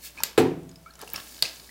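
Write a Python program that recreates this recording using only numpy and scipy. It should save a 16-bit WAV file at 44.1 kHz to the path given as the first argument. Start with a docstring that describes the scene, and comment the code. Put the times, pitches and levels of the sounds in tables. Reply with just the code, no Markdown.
"""A short dry swish, a watery plop and a thud: a bath bomb slides from the fingers to the tub's bottom.
Small plinks follow as splashed drops fall back; the bomb comes up, breaks the surface and fizzes.
Filtered noise makes the swish, wash, cracks and hiss; decaying sines make bubbles, tub and air pockets.
Random specks add grain, and a few sharp pops stand out. A small tiled bathroom answers, over a faint hum."""
import sys
import numpy as np
from scipy import signal
from scipy.fft import rfft, irfft, next_fast_len
from scipy.io import wavfile

SR = 44100
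rng = np.random.default_rng(int(sys.argv[2]) if len(sys.argv) > 2 else 0)


def materialize(psi):
    """Save the field psi as 16-bit PCM at rate SR to the path in sys.argv[1].

    A 1-D psi becomes a single channel; in a 2-D psi each row is a channel.
    """
    bounded = np.clip(np.atleast_2d(psi).T, -1, 1)
    quanta = np.round(bounded * 32767).astype(np.int16)
    wavfile.write(sys.argv[1], SR, quanta)


N = 74970


def amp(db):
    """Decibels to gain."""
    return 10 ** (np.asarray(db) / 20)


def unit(x):
    """Scaled to rms 1."""
    return x / np.sqrt(np.mean(x ** 2) + 1e-20)


def along(points, hz):
    """(Hz, value) points read on a log frequency axis."""
    point_hz, values = np.transpose(points)
    return np.interp(np.log(hz + 1), np.log(point_hz + 1), values)


def since(s):
    """Seconds since s, zero before it."""
    return np.maximum(np.arange(N) / SR - s, 0)


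def fade(t, t60, attack):
    """A quick rise with time constant attack, and an exponential decay of 60 dB per t60."""
    return amp(-60 * t / t60) * (1 - np.exp(-t / attack))


def swell(s, width):
    """A bell-shaped envelope around s; width is its standard deviation."""
    return np.exp(-.5 * ((since(0) - s) / width) ** 2)


def filtered(x, response):
    """x times a response of frequency."""
    size = next_fast_len(N + SR // 2)
    spectrum = rfft(x, size) * response(np.fft.rfftfreq(size, 1 / SR))
    return irfft(spectrum, size)[:N]


def coloured(x, spectrum):
    """x shaped by the given spectrum, rms 1."""
    return unit(filtered(x, lambda hz: amp(along(spectrum, hz))))


def noise(spectrum):
    """Fresh coloured noise, rms 1."""
    return coloured(rng.standard_normal(N), spectrum)


def dying(spectrum, t60s, s):
    """Noise from s on, each frequency dying at its own speed."""
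    hz, t, bins = signal.stft(noise(spectrum), SR, nperseg=512)
    bins = bins * amp(-60 * np.maximum(t - s, 0) / along(t60s, hz)[:, None])
    return signal.istft(bins, SR)[1][:N] * (since(s) > 0)


def specks(per_s, spread_db):
    """Random tiny impulses of unequal size; spread_db scales an exponential scatter of levels."""
    chance = rng.random(N)
    size = np.minimum(rng.exponential(size=N), 5)
    return (chance < per_s / SR) * amp(spread_db * size) * rng.choice([-1, 1], N)


def background():
    """Room air as steady coloured noise, and a low hum as one sine."""
    # Spectrum of the room air. Each row: frequency in Hz, relative level in dB.
    air_spectrum = [(25, -4), (60, -2), (160, 2.5), (400, -1.5), (900, -5.5), (2500, -13.5), (8000, -15.5),
                    (15000, -17)]
    air_db, hum_hz, hum_db = -57.5, 59.5, -57.5
    hum = amp(hum_db) * np.sin(2 * np.pi * hum_hz * since(0))
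    return amp(air_db) * noise(air_spectrum) + hum


def bathroom(x, room_db):
    """Close echoes from the tub's sides, then the tail of the tiled room."""
    # Decay of the tail. Each row: frequency in Hz, time to fall 60 dB in seconds.
    room_t60 = [(150, 0.26), (1000, 0.53), (4500, 0.31), (9000, 0.14), (15000, 0.27)]
    # Spectrum of echoes and tail. Each row: frequency in Hz, relative level in dB.
    room_colour = [(100, 7), (1000, 3), (4500, 4), (8000, 0.5), (14000, -1)]
    walls_db, walls_t60_s, walls_delay_s = -5.5, 0.012, 0.0013
    walls = noise(room_colour) * fade(since(walls_delay_s), walls_t60_s, attack=0.00019)
    tail = dying(room_colour, room_t60, s=0.0081)
    # both parts have energy 1 before their levels
    answer = amp(walls_db) * walls / np.linalg.norm(walls)
    answer += amp(room_db) * tail / np.linalg.norm(tail)
    return x + signal.fftconvolve(x, answer)[:N]


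def slide():
    """Fingers slide off the chalky ball: a short dry swish of skin on powder."""
    # Spectrum of the swish. Each row: frequency in Hz, relative level in dB.
    slide_spectrum = [(200, -41), (900, -27), (1600, -6.5), (3200, -3.5), (7000, -4), (15500, -4)]
    slide_s, width_s, slide_db = 0.058, 0.021, -39.5
    return amp(slide_db) * swell(slide_s, width_s) * noise(slide_spectrum)


def sloshes():
    """Grainy wash and a hollow gulp as the ball goes under and comes up; an air pocket rings below."""
    # Water parting and closing. Each row: centre in seconds, width in seconds, level in dB.
    slosh_times = [(0.201, .028, -48), (1.014, 0.016, -45.5), (1.167, 0.026, -43)]
    # Spectrum of the wash. Each row: frequency in Hz, relative level in dB.
    slosh_spectrum = [(100, 6.5), (400, -1), (1300, 5), (2600, -1.5), (5000, -5), (15000, -26)]
    # Gulps as water closes over the ball and as it surfaces. 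Each row: time in seconds, level in dB.
    gulp_times = [(.222, -53), (1.033, -36)]
    # Spectrum of a gulp. Each row: frequency in Hz, relative level in dB.
    gulp_spectrum = [(100, -44), (280, -9.5), (420, 1), (750, -0.5), (1100, -6), (3000, -34), (10000, -44)]
    gulp_width_s = 0.0036
    pocket_hz, pocket_t60_s, pocket_attack_s, pocket_db = 490, 0.015, 0.0027, 0  # dB within the gulp

    wash = coloured(specks(per_s=2800, spread_db=4.5), slosh_spectrum)
    out = wash * sum(amp(db) * swell(s, width) for s, width, db in slosh_times)
    for s, db in gulp_times:
        t = since(s)
        pocket = amp(pocket_db) * fade(t, pocket_t60_s, pocket_attack_s)
        pocket = pocket * np.sin(2 * np.pi * pocket_hz * t)
        out += amp(db) * (noise(gulp_spectrum) * swell(s, gulp_width_s) + pocket)
    return out


def thud():
    """The ball crunches on the bottom, pushes it in and sets the tub's modes ringing."""
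    # Single tub modes. Each row: pitch in Hz, relative level in dB, t60 in seconds before damping.
    tub_modes = [(109.8, -14, 0.43), (158.7, -15.5, 1.02), (178.7, -19, 1.07), (265.6, -6, 0.56),
                 (350.2, -4, 0.52), (387.2, -4.5, 0.39), (436.3, -3, 0.4), (464, -5, 0.3),
                 (494, -17.5, 0.55), (660, -41.5, 3.54), (752, -16.5, 0.49), (759, -14, 0.21),
                 (816, -23, 0.23), (962, -16.5, .33)]
    # Dense wall modes, as noise. Each row: frequency in Hz, relative level in dB.
    boom_spectrum = [(40, -55), (65, -18), (90, -16), (130, -10.5), (200, -12), (280, 2), (450, -2.5),
                     (600, -14.5), (850, -9.5), (1150, -19.5), (2500, -22.5), (4300, -29), (5500, -32),
                     (8000, -35.5), (15000, -43)]
    # Decay of the dense modes. Each row: frequency in Hz, time to fall 60 dB in seconds.
    boom_t60 = [(90, 0.86), (250, 0.53), (700, 0.43), (2500, 0.41), (10000, 0.29)]
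    # Spectrum of the crunch. Each row: frequency in Hz, relative level in dB.
    crunch_spectrum = [(200, -25), (900, 6.5), (1500, 6.5), (2800, 3), (4400, -1.5), (5500, -18.5),
                       (7800, -2.5), (9300, -14), (10700, -7), (15000, -15.5)]
    touch_s, thud_s = .3768, .3798
    tub_db, tub_attack_s, tub_damping = -13, 0.0027, 1.09  # damping divides every mode's t60
    push_db, push_hz, push_t60_s = -11, 423, 0.11
    boom_db, crunch_db, crunch_t60_s = -17, -18.5, 0.11

    t = since(thud_s)
    ring = np.zeros(N)
    for hz, db, t60 in tub_modes:
        ring += amp(db) * fade(t, t60 / tub_damping, tub_attack_s) * np.sin(2 * np.pi * hz * t)
    push = amp(push_db) * fade(t, push_t60_s, attack=0.00014) * np.sin(2 * np.pi * push_hz * t)
    grit = coloured(specks(per_s=4200, spread_db=2.5), crunch_spectrum)
    crunch = amp(crunch_db) * grit * fade(since(touch_s), crunch_t60_s, attack=0.00049)
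    boom = amp(boom_db) * dying(boom_spectrum, boom_t60, thud_s)
    return crunch - push - amp(tub_db) * ring + boom


def bubbles():
    """Each bubble opens with a noise tick, rings briefly in the water and rises in pitch."""
    # Bubbles. Each row: start in seconds, starting pitch in Hz, ring level in dB, ring t60 in seconds,
    # pitch gain over one t60 as a fraction, tick level in dB.
    bubble_rows = [(.176, 2370, -27.5, 0.013, .02, -49), (0.185, 2490, -33.5, 0.087, 0.023, -48),
                   (0.2038, 900, -28, 0.027, 0.11, -50), (.204, 5700, -29, 0.014, .03, -53),
                   (0.222, 1424, -33, 0.029, .1, -52), (0.632, 9000, -52, .005, 0.4, -53),
                   (0.6923, 6640, -38.5, 0.01, .1, -49), (.714, 4940, -45, 0.013, .1, -52.5),
                   (0.7577, 5050, -34, 0.009, .1, -46.5), (0.861, 1253, -39.5, 0.11, 0.82, -61),
                   (.859, 2220, -53.5, 0.17, 0.33, -61), (0.906, 4080, -42.5, 0.018, 0.33, -55.5),
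                   (0.937, 5450, -36, 0.0063, 0.25, -50.5), (0.954, 5560, -42, 0.0081, 0.17, -45.5),
                   (0.991, 1300, -44, 0.035, 0.18, -52), (1.012, 4700, -35, 0.01, .3, -46),
                   (1.025, 6120, -33, .008, 0.11, -53), (1.076, 2750, -32.5, 0.021, .1, -41),
                   (1.1435, 2180, -17.5, 0.0049, .1, -42), (1.158, 2720, -30, 0.027, 0.12, -44),
                   (1.16, 5400, -17, 0.01, 0.093, -33), (1.2, 3370, -29.5, 0.0097, 0.28, -41),
                   (1.425, 2470, -24.5, 0.017, 0.085, -24), (1.453, 2480, -22, 0.017, .3, -36),
                   (1.459, 4850, -18, .007, .3, -34.5), (1.692, 1940, -37.5, 0.058, 0.1, -76)]
    # Spectrum of the ticks. Each row: frequency in Hz, relative level in dB.
    tick_spectrum = [(200, -5), (800, 3), (2000, -1), (5000, 2.5), (9000, 2), (15000, -14)]
    ring_attack_s, tick_t60_s = 0.00056, 0.02

    rings, ticks = np.zeros((2, N))
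    for s, hz, db, t60, rise, tick_db in bubble_rows:
        t = since(s)
        pitch = hz * (1 + rise * np.minimum(t / t60, 1)) * (t > 0)
        phase = np.cumsum(pitch) / SR  # in cycles
        rings += amp(db) * fade(t, t60, ring_attack_s) * np.sin(2 * np.pi * phase)
        ticks += amp(tick_db) * fade(t, tick_t60_s, attack=0.000089)
    return rings + ticks * noise(tick_spectrum)


def pops():
    """Gas pockets burst: a pressure spike, a few strong cycles, a broad crack and a fine dying spray."""
    # Pops. Each row: start in seconds, starting pitch in Hz, ring level in dB,
    # half the ring's time to peak in seconds, crack level in dB, spray level in dB.
    pop_rows = [(.2353, 11720, -5.5, 0.000079, -11.5, -37.5), (0.993, 8600, -44, 0.00022, -46, -66),
                (1.0158, 10700, -33, 0.00012, -36, -58), (1.101, 9300, -39, 0.00011, -39, -67),
                (1.1347, 13900, -9.5, 0.000067, -39, -51), (1.4242, 4210, -4, 0.00021, -15, -32)]
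    # Spectrum of the crack. Each row: frequency in Hz, relative level in dB.
    crack_spectrum = [(40, -22), (150, -13), (500, -5), (1500, -11), (3500, -5), (7500, 13.5),
                      (10000, 16.5), (15000, -16)]
    # Spectrum of the spray. Each row: frequency in Hz, relative level in dB.
    spray_spectrum = [(80, -11.5), (300, 5.5), (1200, 0.5), (2600, 3), (5500, 5.5), (9000, -2.5),
                      (15000, -16)]
    snap_db, snap_s = 14.5, .00003  # pressure pulse: level over the crack, before differencing; time to peak
    pitch_rise = 0.061  # early pitch gain, as a fraction per time to peak
    crack_t60_s, spray_t60_s, spray_attack_s = 0.0072, 0.31, 0.002

    rings, cracks, sprays = np.zeros((3, N))
    for s, hz, ring_db, half_peak_s, crack_db, spray_db in pop_rows:
        t = since(round(s * SR) / SR)  # start on a whole sample
        u, v = t / (2 * half_peak_s), t / snap_s
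        cycles = hz * t * (1 + pitch_rise * np.minimum(u, 10) / 2)
        rings += amp(ring_db) * (u * np.exp(1 - u)) ** 2 * np.sin(2 * np.pi * cycles)
        rings += amp(crack_db + snap_db) * np.diff(v * np.exp(1 - v), prepend=0)
        cracks += amp(crack_db) * fade(t, crack_t60_s, attack=.00005)
        sprays += amp(spray_db) * fade(t, spray_t60_s, spray_attack_s)
    spray = coloured(specks(per_s=6000, spread_db=2.0), spray_spectrum)
    return rings + cracks * noise(crack_spectrum) + sprays * spray


def grains(count):
    """Tiny bubbles at random times, each ringing for a few cycles; rms 1."""
    middle_hz, scatter_octaves, cycles_to_60_db, spread_db = 6000, 0.68, 7.9, 5
    when = rng.random(count)
    size = np.minimum(rng.exponential(size=count), 5)
    pitch = rng.standard_normal(count)
    hz = np.clip(middle_hz * 2 ** (scatter_octaves * pitch), 600, 20000)[:, None]
    k = np.arange(256)  # samples in one grain
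    cycles = hz * k / SR
    rows = amp(spread_db * size)[:, None] * np.sqrt(hz)
    rows = rows * amp(-60 * cycles / cycles_to_60_db) * np.sin(2 * np.pi * cycles)
    places = (when * N).astype(int)[:, None] + k
    return unit(np.bincount(places.ravel(), rows.ravel(), N)[:N])


def fizz():
    """Countless small bubbles burst: a hiss with ticks and tiny rings on top."""
    # Strength of the fizz. Each row: time in seconds, level in dB.
    fizz_level = [(0, -55.5), (.25, -58), (.6, -75), (.8, -71), (.97, -64), (1.02, -57), (1.09, -53.5),
                  (1.16, -47), (1.28, -48), (1.4, -49.5), (1.549, -50), (1.7, -53.5)]
    # Spectrum of hiss and ticks. Each row: frequency in Hz, relative level in dB.
    fizz_spectrum = [(100, -7), (300, 1), (600, -4), (1200, -5.5), (2200, -4.5), (3200, -6), (4800, 1.5),
                     (7000, -2), (10000, -0.5), (15500, -1.5)]
    hiss_db, ticks_db, grain_db = -1.5, -9.5, -4  # relative to the fizz level
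    level_db = np.interp(since(0), *np.transpose(fizz_level))
    ticks = coloured(specks(per_s=4000, spread_db=-4.5), fizz_spectrum)
    mix = amp(hiss_db) * noise(fizz_spectrum) + amp(ticks_db) * ticks
    mix += amp(grain_db) * grains(count=2500)
    return amp(level_db) * mix


def scene():
    """Water and pops sound in the room, the tub booms with its own tail; air and hum lie below."""
    low_cut_hz = 62  # spares the air and hum
    water = bathroom(slide() + sloshes() + bubbles() + fizz(), room_db=-11.5)
    events = water + bathroom(pops(), room_db=-12) + thud()
    low_cut = signal.butter(4, low_cut_hz, "high", fs=SR, output="sos")
    return (signal.sosfilt(low_cut, events) + background())[None]


def record(dry):
    """The highest peaks are rounded off below 0.8, then a steep low-pass limits the band."""
    top_hz = 16000
    held = dry[0] / (1 + np.abs(dry[0] / .8) ** 6) ** (1 / 6)
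    return filtered(held, lambda hz: 1 / (1 + (hz / top_hz) ** 160))[None]


dry = scene()
out = record(dry)
materialize(out)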